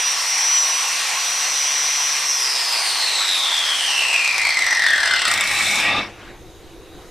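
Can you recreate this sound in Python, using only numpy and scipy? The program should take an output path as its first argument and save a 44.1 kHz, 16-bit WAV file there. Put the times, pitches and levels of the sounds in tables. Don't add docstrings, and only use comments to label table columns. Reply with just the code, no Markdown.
import sys
import numpy as np
from scipy import signal
from scipy.io import wavfile
from scipy.ndimage import uniform_filter1d

SR = 44100
rng = np.random.default_rng(int(sys.argv[2]) if len(sys.argv) > 2 else 0)


def field_ratio(decibels):
    return 10 ** (np.asarray(decibels, dtype=float) / 20)


def master(y):
    cut = np.clip(np.atleast_2d(y).T, -1, 1)
    pcm = np.round(cut * 32767)
    wavfile.write(sys.argv[1], SR, pcm.astype(np.int16))


N = 313506
T = np.arange(N) / SR

# spindle order, level in dB settling, at full speed, coasting.
MESH_LINES = [(34, -24, -20, -20), (35, -18, -15, -16), (36, -19, -20, -16), (37, -18, -11, -8),
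              (38, -10, -10, -9), (39, -4, -4, -3), (40, -5, -1, -4), (41, 0, 0, 0), (42, -6, -16, -5),
              (43, -15, -10, -3), (44, -24, -16, -7), (45, -32, -28, -10), (46, -32, -32, -16)]
# multiple of the mesh, level in dB, width in steps of 90 Hz.
MESH_OVERTONES = [(2, 0, 5.0), (3, -5, 6.0)]
# time in seconds, level in dB.
WHINE_LEVEL = [(0, -18.5), (.25, -21.5), (.5, -19.5), (.75, -22), (1, -25.5), (1.3, -22), (1.6, -20),
               (1.9, -20.5), (2.2, -20), (2.35, -24), (3.05, -24.5), (3.4, -20.5), (3.9, -23.5), (4.2, -20),
               (4.6, -21), (4.95, -19), (5.25, -27)]
# centre in Hz, width in Hz, level in dB.
GEAR_HEAD_MODES = [(5610, 50, 3), (5815, 50, -3), (5925, 90, 3)]
# centre in Hz, width in Hz, level in dB under the whine.
CASE_VENTS = [(2880, 320, -1), (3500, 300, -8), (4350, 350, -7), (5780, 350, -4), (7900, 800, -9),
              (9000, 800, -6), (11000, 550, -12)]
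# centre in Hz, width in Hz, level in dB.
CASE_MODES = [(962, 25, 0.5), (1111.4, 39, 1), (1342, 59, -1.5), (1878, 52, 1.5), (2042, 27, 6.5),
              (2430, 136, 0), (2715, 73, 0.5), (3180, 34, -2), (3450, 17, -10), (3990, 140, -5),
              (4310, 25, 0.5), (5030, 180, -1),
              (5440, 35, -1), (5774, 81, 4.5), (6220, 47, 5.5), (7690, 210, 1.5), (8210, 260, 0.5),
                   (8740, 170, 2.5), (9080, 220, 0.5), (10970, 270, -0.5), (12200, 430, -9)]
# time in seconds, peak in dB, kick to the whine in relative dB.
HARD_SLAPS = [(4.1412, -21, 9), (4.246, -19.5, 2), (4.276, -18, 2), (4.38, -15.5, 4), (4.416, -20, 8),
              (4.451, -19, 10), (4.4897, -17.5, 7), (4.57, -20, 8.5), (4.59, -16.5, -1), (4.621, -19.5, 10),
              (4.665, -17, 9), (4.707, -18.5, 9), (4.749, -20.5, 7), (4.7936, -19.5, 9),
              (4.8199, -19.5, 14), (4.8377, -18, 9), (4.864, -16, 12), (4.904, -16.5, 5.5),
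              (4.933, -19, 14), (4.9594, -20, 5), (5.003, -20, 1), (5.0314, -19, 8), (5.0746, -18.5, 0),
              (5.11, -20, 14), (5.136, -18, 13), (5.1603, -19, 3), (5.217, -18, 0), (5.2794, -22, -1),
              (5.338, -15, -3), (5.4386, -16, 1)]
# frequency in Hz, level in dB, t60 in seconds.
CASE_RINGS = [(462, -23, 0.17), (690, -10.5, 0.15), (1900, 2, 0.07), (2058, 2, 0.069), (2900, -4.5, 0.079),
              (3244, -3.5, 0.041), (3560, -0.5, 0.047), (4314, -2, 0.053), (4960, -4, .03),
              (7680, -8, .02), (8160, -15, 0.025)]
# multiple of motor turns, level in dB rms.
MOTOR_LINES = [(1, -50), (2, -47), (3, -51), (4, -47), (5, -49), (6, -51), (7, -52)]
# spindle order, level in dB rms.
DISC_UNBALANCE = [(1, -69), (3, -61), (7, -54), (8, -48)]
# frequency in Hz, level in dB per Hz.
AIR_FAST_SPECTRUM = [(35, -66), (60, -69), (358, -41), (543, -19.5), (596, -28), (685, -10.5), (1060, -0.5),
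                     (1250, -9.5), (2390, 0), (4690, -4), (5780, -1.5), (6800, 1), (8980, -8.5),
                     (12700, -26.5), (15300, -40.5)]
# frequency in Hz,
# level in dB per Hz.
AIR_SLOW_SPECTRUM = [(35, -70), (123, -66), (392, -37.5), (824, -5), (1400, -10.5), (2000, -0.5),
                     (2600, -10), (4370, -4.5), (5780, -7.5), (6800, -14), (8370, -21.5), (9620, -31.5),
                     (13000, -44.5), (15300, -67)]
# time in seconds, level in dB.
SCRAPE_LEVEL = [
    (5.26, -14),
    (5.29, -17.5),
    (5.31, -18),
    (5.99, -17.5),
    (6.13, -41),
    (6.17, -42),
    (6.21, -37),
    (6.29, -39.5),
    (6.45, -52),
]
# frequency in Hz, level in dB per Hz.
SCRAPE_SPECTRUM = [(35, -43), (60, -15), (392, -38), (495, -15), (556, -11.5), (701, -9), (1040, -11.5),
                   (2290, -5), (3090, -10), (3550, -7), (4480, -10.5), (7810, -8.5), (15300, -28)]
# centre in Hz, width in Hz, level in dB.
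DISC_MODES = [(820, 25, -2), (1212, 68, 4), (1673, 66, -2.5), (1908, 39, 5.5), (2250, 115, 1),
              (2654, 59, 3.5), (3610, 77, 3), (3940, 51, 3), (5380, 115, 4), (5810, 110, 4),
              (7680, 170, -1), (8270, 160, -4), (9280, 120, 1.5), (10600, 130, -2)]
# time in seconds, frequency in Hz.
PINCH_RING = [(5.26, 1970), (5.45, 2250), (5.7, 2290), (5.95, 2520), (6.5, 2500)]
# centre in Hz, width in Hz, level in dB.
BENCH_MODES = [(102, 12, 0), (203, 14, -1), (305, 25, -4)]
# frequency in Hz, level in dB per Hz.
SETTLE_SPECTRUM = [(120, -45), (200, -20), (313, -17), (802, -10.5), (1030, -15), (1420, -13),
                   (3070, -21.5), (8000, -37), (10400, -68), (17600, -120)]
# frequency in Hz, likeness from 0 to 1.
STEREO_LIKENESS = [(60, 0.73), (300, 0.95), (1400, 0.99), (3100, 0.97), (6800, 0.63), (15000, 0.43)]
# time in seconds, left minus right in dB.
STEREO_LEAN = [(0.0, -0.5), (0.81, 0), (1.36, 0), (3.97, 0), (7.1, 1.5)]
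# frequency in Hz, t60 in seconds.
WALL_DECAY = [(200, 0.12), (2000, 0.61), (8000, 0.27), (15000, 0.15)]
# frequency in Hz, level in dB per Hz.
SHOP_SPECTRUM = [(12, -41), (20, 2.5), (103, -12), (231, -20.5), (360, -9.5), (449, -15), (502, -6.5),
                 (546, -26), (610, -20.5), (3230, -30), (3810, -28.5), (4510, -32.5), (9810, -40),
                 (11000, -39), (15300, -45)]
# centre in Hz, width in Hz, level in dB.
SHOP_FAN_MODES = [(337.5, 28, -3.5), (720, 40, 0), (3820, 200, 0), (6540, 200, 2), (10900, 500, -5)]

CROWN_TEETH, PINION_TEETH, FAN_BLADES = 41, 11, 31
MOTOR_RATIO = CROWN_TEETH / PINION_TEETH
OFF_S, STOP_S = 2.21, 6.08
FULL_HZ, LAG_HZ, SETTLE_S, CREEP_HZ_PER_S = 144.608, 3.216, .4232, .569
COAST_S, EVEN_HZ, BRAKE_PER_S = 2.2202, 104.638, .21041
SLAP_TURN, SLAP_JITTER_TURNS = .1, .07
LOOSE_HZ, LOOSE_DB = 66, 4.0
BLUR = 0.39
CLATTER_DB, CLATTER_RISE_DB, CLATTER_FROM_S, CLATTER_FULL_S = -23, 16, 4.5, 5.12
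AIR_DB, RATTLE_DB, RATTLE_SAG_DB = -34.5, -31, -3
DUCK_DB_PER_DB = 0.13
SWITCH_DIP_DB, SWITCH_DIP_S = -3, .25
GRIT_DB, GRIT_LOSS_DB, THRUM_DB, THRUM_RISE_DB = -11, -18.5, -25, 14.5
HOP = 256
TOUCH_FRAME = 890
HUM_HZ, HUM_DB = 352, -5.5
SHOP_DB, EARLY_DB_PER_S = -72, 1.89
OPEN_S, OPEN_DB_PER_S, OPEN_DB = 2.66, 3.5, 15.5
EDGE_HZ = 15100


def evened(x):
    return x / np.sqrt(np.mean(x ** 2) + 1e-20)


def steady(envelope):
    return envelope / np.sqrt(uniform_filter1d(envelope ** 2, size=9000))


def ramp(s, start_s, length_s):
    return np.clip((s - start_s) / length_s, 0, 1)


def read(points, hz):
    f, value = np.transpose(points)
    return np.interp(np.log(hz + 1), np.log(f + 1), value)


def curve(rows):
    s, value = np.transpose(rows)
    return np.interp(T, s, value)


def humps(peaks, hz, lift_db, smooth=1):
    power = smooth
    for f, width, db in peaks:
        power = power + field_ratio(2 * (lift_db + db)) / (1 + (2 * (hz - f) / width) ** 2) ** 2
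    return np.sqrt(power)


def case(hz, lift_db):
    return humps(CASE_MODES, hz, lift_db)


def wander(hz):
    points = int(N / SR * hz) + 3
    return np.interp(T * hz, np.arange(points), rng.standard_normal(points)) * 0.87


def resonate(x, hz, width_hz):
    turn = np.exp(2j * np.pi * np.cumsum(hz * np.ones(N)) / SR)
    r = np.exp(-np.pi * width_hz / SR)
    return 2 * (turn * signal.lfilter([(1 - r) ** 2], [1, -2 * r, r * r], x / turn)).real


def rough_tone(hz, width_hz):
    return evened(resonate(rng.standard_normal(N), hz, width_hz))


def noise(colour, patchy_db, band_hz, first=0):
    frames = N // HOP + 5 - first
    hz = np.fft.rfftfreq(1024, 1 / SR)
    a, b, c, d, patches = rng.standard_normal((frames, 513, 5), dtype=np.float32).T
    patches = uniform_filter1d(patches, size=10, axis=0)
    patches = evened(uniform_filter1d(patches, size=12, axis=1))
    same = np.clip(read(STEREO_LIKENESS, hz), -1, 1)[:, None]
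    left = a + 1j * b
    right = same * left + np.sqrt(1 - same ** 2) * (c + 1j * d)
    s = (first + np.arange(frames))[None] * HOP / SR
    gain = colour(hz[:, None], s) * np.ones((513, frames))
    inside = (hz > band_hz[0]) & (hz < band_hz[1])
    gain = gain / np.sqrt((gain[inside] ** 2).sum(axis=0) * 2 / 3)
    z = np.array([left, right]) * gain * field_ratio(patchy_db * patches)
    sound = signal.istft(z, nperseg=1024, noverlap=768)[1]
    return np.pad(sound, ((0, 0), (first * HOP, 0)))[:, :N]


def speed():
    powered = FULL_HZ - LAG_HZ * np.exp(-T / SETTLE_S) + CREEP_HZ_PER_S * T
    angle = np.arctan((FULL_HZ + CREEP_HZ_PER_S * COAST_S) / EVEN_HZ) - BRAKE_PER_S * (T - COAST_S)
    return np.where(T < COAST_S, powered, np.maximum(EVEN_HZ * np.tan(angle), 1))


def slaps(turns, spin, decay_s):
    hard_s, hard_db, kick_db = np.transpose(HARD_SLAPS)
    hard_at = np.round(hard_s * SR).astype(int)
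    jitter = SLAP_JITTER_TURNS * np.clip(2 - spin / LOOSE_HZ, 0, 1) * wander(30)
    count = np.floor(turns - SLAP_TURN + jitter)
    at = np.flatnonzero(np.diff(np.maximum.accumulate(count))) + 1
    at = at[~np.isin(count[at], np.round(turns[hard_at] - SLAP_TURN))]
    kick = np.zeros(N)
    kick[at] = field_ratio(2.8 * rng.standard_normal(len(at))) * (60 / np.maximum(spin[at], 30)) ** 0.73
    train = kick * field_ratio(LOOSE_DB * np.clip((LOOSE_HZ - spin) / 10, 0, 1))
    train[hard_at] = field_ratio(hard_db + 28)
    kick[hard_at] = field_ratio(hard_db + kick_db + 16.5)
    t = T[:3000]
    shape = (1 - np.exp(-t / .00025)) * np.exp(-t / decay_s)
    ringing = shape * np.exp(0.65 * t / decay_s)
    return signal.oaconvolve(train, shape)[:N], signal.oaconvolve(kick, ringing)[:N]


def gears(spin, turns, kick):
    blur = BLUR * np.clip((110 - spin) / 40, 0, 1)
    settled, coasting = ramp(T, .75, .4), ramp(T, OFF_S, 0.11)
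    grid_hz = np.arange(0, SR / 2, 10)
    case_gain = case(grid_hz, 6.5)
    head_gain = humps(GEAR_HEAD_MODES, grid_hz, 3.4, smooth=.5)
    lines = np.zeros(N)
    for order, early_db, full_db, coast_db in MESH_LINES:
        db = early_db + settled * (full_db - early_db)
        db = db + coasting * (coast_db - db) + (1.1 + 2.7 * coasting) * wander(4)
        slip_turns = rng.random() + .03 * wander(9) + .08 * coasting * wander(25)
        passed = np.interp(order * spin, grid_hz, case_gain) ** coasting
        passed = passed * np.interp(order * spin, grid_hz, head_gain) ** (1 - settled)
        lines += field_ratio(db) * passed * np.cos(2 * np.pi * (order * turns + slip_turns))
    mesh_hz = CROWN_TEETH * spin
    fuzz = rough_tone(mesh_hz * 1.021, 330.0)
    mesh = np.sqrt(1 - blur) * evened(lines) + np.sqrt(blur) * fuzz
    out = mesh * steady(.45 + coasting * kick)
    for multiple, db, width_steps in MESH_OVERTONES:
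        hz = np.minimum(multiple * mesh_hz, .4 * SR)
        heard = field_ratio(db) * humps(CASE_VENTS, hz, 0, smooth=.0005)
        out += coasting * heard * rough_tone(hz, width_steps * 90)
    return field_ratio(curve(WHINE_LEVEL)) * out


def clatter(slap):
    t = T[:6000]
    modes = np.zeros(len(t))
    for hz, db, t60_s in CASE_RINGS:
        modes += field_ratio(db - 60 * t / t60_s) * np.cos(2 * np.pi * hz * t) / np.sqrt(t60_s)
    modes = modes * (1 - np.exp(-t / .0002))
    shaken = signal.oaconvolve(rng.standard_normal(N) * steady(.25 + slap), modes)[:N]
    grown = ramp(T, CLATTER_FROM_S, CLATTER_FULL_S - CLATTER_FROM_S)
    return field_ratio(CLATTER_DB - CLATTER_RISE_DB * (1 - grown)) * evened(shaken)


def motor(spin, turns):
    shaft = np.zeros(N)
    for k, db in MOTOR_LINES:
        phase_turns = k * MOTOR_RATIO * turns + 0.12 * wander(14.0)
        shaft += field_ratio(db + 0.92 * wander(10.0)) * np.cos(2 * np.pi * phase_turns)
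    wobble_db = 10 * np.exp(-((T - OFF_S - .3) / .35) ** 2)
    for k, db in DISC_UNBALANCE:
        level_db = db + wobble_db * (k > 1) + 2.5 * wander(6)
        shaft += field_ratio(level_db) * np.cos(2 * np.pi * (k * turns + rng.random()))
    blade_hz = FAN_BLADES * MOTOR_RATIO * spin
    blade_db = -42 - blade_hz / 1500 + 3.5 * wander(8) - 9 * (abs(blade_hz - 10200) < 1700)
    blade = field_ratio(blade_db) * np.cos(2 * np.pi * FAN_BLADES * MOTOR_RATIO * turns + 1.1 * wander(60))
    blade = blade * (blade_hz < .33 * SR) * (blade_hz > 7000)
    fade = (spin / spin.max()) ** 2.1
    return np.sqrt(2) * (fade * shaft + blade)


def air_and_rattle(slap):
    def slow(s):
        return ramp(s, OFF_S, 3.44)

    def blend(hz, s):
        return field_ratio(read(AIR_FAST_SPECTRUM, hz) * (0.5 - slow(s)) + read(AIR_SLOW_SPECTRUM, hz) * slow(s))

    def air_colour(hz, s):
        return blend(hz, s) * case(hz, 3 + 5 * slow(s) ** 2) / (1 + (hz / 6500) ** 12)

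    def rattle_colour(hz, s):
        return blend(hz, s) * case(hz, 3 + 8 * slow(s) ** 2) / (1 + (6500 / (hz + 1)) ** 12)

    duck_db = -DUCK_DB_PER_DB * (curve(WHINE_LEVEL) + 21.4)
    dip_db = SWITCH_DIP_DB * (T > OFF_S + .05) * np.exp(-((T - OFF_S - .1) / SWITCH_DIP_S) ** 2)
    air = noise(air_colour, 1.5, (450, 1200)) * steady(1.4 + slow(T) * slap)
    rattle = noise(rattle_colour, 1.2, (6600, 14000)) * steady(0.62 + slap)
    rattle_db = RATTLE_DB + RATTLE_SAG_DB * slow(T) + duck_db
    return field_ratio(AIR_DB + duck_db + dip_db) * air + field_ratio(rattle_db) * rattle


def drag(slap):
    scrape_db = curve(SCRAPE_LEVEL)
    grit_db = scrape_db + GRIT_DB + GRIT_LOSS_DB * ramp(T, 5.79, 0.15)
    thrum_db = scrape_db + THRUM_DB + THRUM_RISE_DB * ramp(T, 5.5, 0.49) ** 1.6
    swings = rng.standard_normal((N // HOP + 5 - TOUCH_FRAME, len(DISC_MODES)))
    swings_db = 2.2 * uniform_filter1d(swings, size=24, axis=0).T * np.sqrt(24)
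    shifting = [(f, w, db + swing_db) for (f, w, db), swing_db in zip(DISC_MODES, swings_db)]

    def colour(hz):
        return field_ratio(read(SCRAPE_SPECTRUM, hz)) * humps(shifting, hz, 6.4)

    def body_colour(hz, s):
        dulling = 0.64 * ramp(s, 5.8, 0.14)
        rubbed = colour(hz) * (hz + 300) ** -dulling
        rubbed = rubbed / (1 + (hz / 5500) ** 8) / (1 + (380 / (hz + 1)) ** 4)
        return np.where(s < STOP_S, rubbed, field_ratio(read(SETTLE_SPECTRUM, hz)))

    def grit_colour(hz, s):
        return colour(hz) / (1 + (5500 / (hz + 1)) ** 8)

    body = noise(body_colour, 2.2, (500, 5000), TOUCH_FRAME)
    grit = noise(grit_colour, 1.5, (5600, 14000), TOUCH_FRAME)
    ring = rough_tone(curve(PINCH_RING), 400.) * np.clip((STOP_S - T) / 0.19, 0, 1)
    thrum = sum(field_ratio(db) * rough_tone(hz, width_hz) for hz, width_hz, db in BENCH_MODES)
    thrum = evened(thrum) * 0.63 + 0.62 * rough_tone(235.0, 390.0)
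    catching = field_ratio(0.63 * wander(70.0))
    bounce = steady(0.75 + slap + 3.1 * ramp(T, 5.42, 0.21))
    scrape = field_ratio(scrape_db) * (0.69 * body + 0.44 * ring) * bounce ** 0.3
    scrape = (scrape + field_ratio(grit_db) * grit * bounce) * catching
    touch = ramp(T, SCRAPE_LEVEL[0][0], .02) * np.clip((SCRAPE_LEVEL[-1][0] - T) / .1, 0, 1)
    return touch * (scrape + field_ratio(thrum_db) * thrum)


def walls(x):
    taps = np.zeros((2, SR // 2))
    starts = np.arange(150, SR // 2 - 20, 20)
    at = starts + rng.integers(0, 20, (2, len(starts)))
    np.put_along_axis(taps, at, rng.choice([-1., 1.], at.shape), 1)
    hz, t, z = signal.stft(taps, SR, nperseg=256)
    decay = field_ratio(-60 * t / read(WALL_DECAY, hz)[:, None])
    tail = signal.istft(z * decay, SR, nperseg=256)[1]
    tail = 0.61 * tail + 0.82 * tail[0]
    return signal.fftconvolve(x[None], tail / np.linalg.norm(tail[0]), axes=1)[:, :N]


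def shop():
    def colour(hz, s):
        return field_ratio(read(SHOP_SPECTRUM, hz)) * humps(SHOP_FAN_MODES, hz, 6)

    rumble = noise(colour, 1.8, (20, 90))
    hum = field_ratio(HUM_DB + 2.2 * wander(7)) * rough_tone(HUM_HZ + 14 * wander(4), 31.0)
    opened_db = np.clip(OPEN_DB_PER_S * (T - OPEN_S), 0, OPEN_DB)
    return field_ratio(SHOP_DB + EARLY_DB_PER_S * np.minimum(T, 6.4) + opened_db) * (rumble + hum)


def scene():
    spin = speed()
    turns = np.cumsum(spin) / SR
    slap, kick = slaps(turns, spin, 0.0039)
    turning = np.clip((5.46 - T) / .2, 0, 1)
    tones = (gears(spin, turns, kick) + clatter(slap) + motor(spin, turns)) * turning
    echo = field_ratio(-7) * walls(tones)
    near = 0.88 * tones + echo + air_and_rattle(slap) * turning + drag(slap)
    lean_db = curve(STEREO_LEAN)
    return near * field_ratio(np.array([lean_db, -lean_db]) / 2) + shop()


def band_limit(x):
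    return signal.sosfilt(signal.butter(12, 15710, fs=SR, output="sos"), x)


def record(dry):
    limited = .9 * np.tanh(dry / .9)
    edge = signal.firwin(255, EDGE_HZ, window=("kaiser", 6), fs=SR)
    return band_limit(signal.oaconvolve(limited, edge[None], "same"))


dry = scene()
out = record(dry)
master(out)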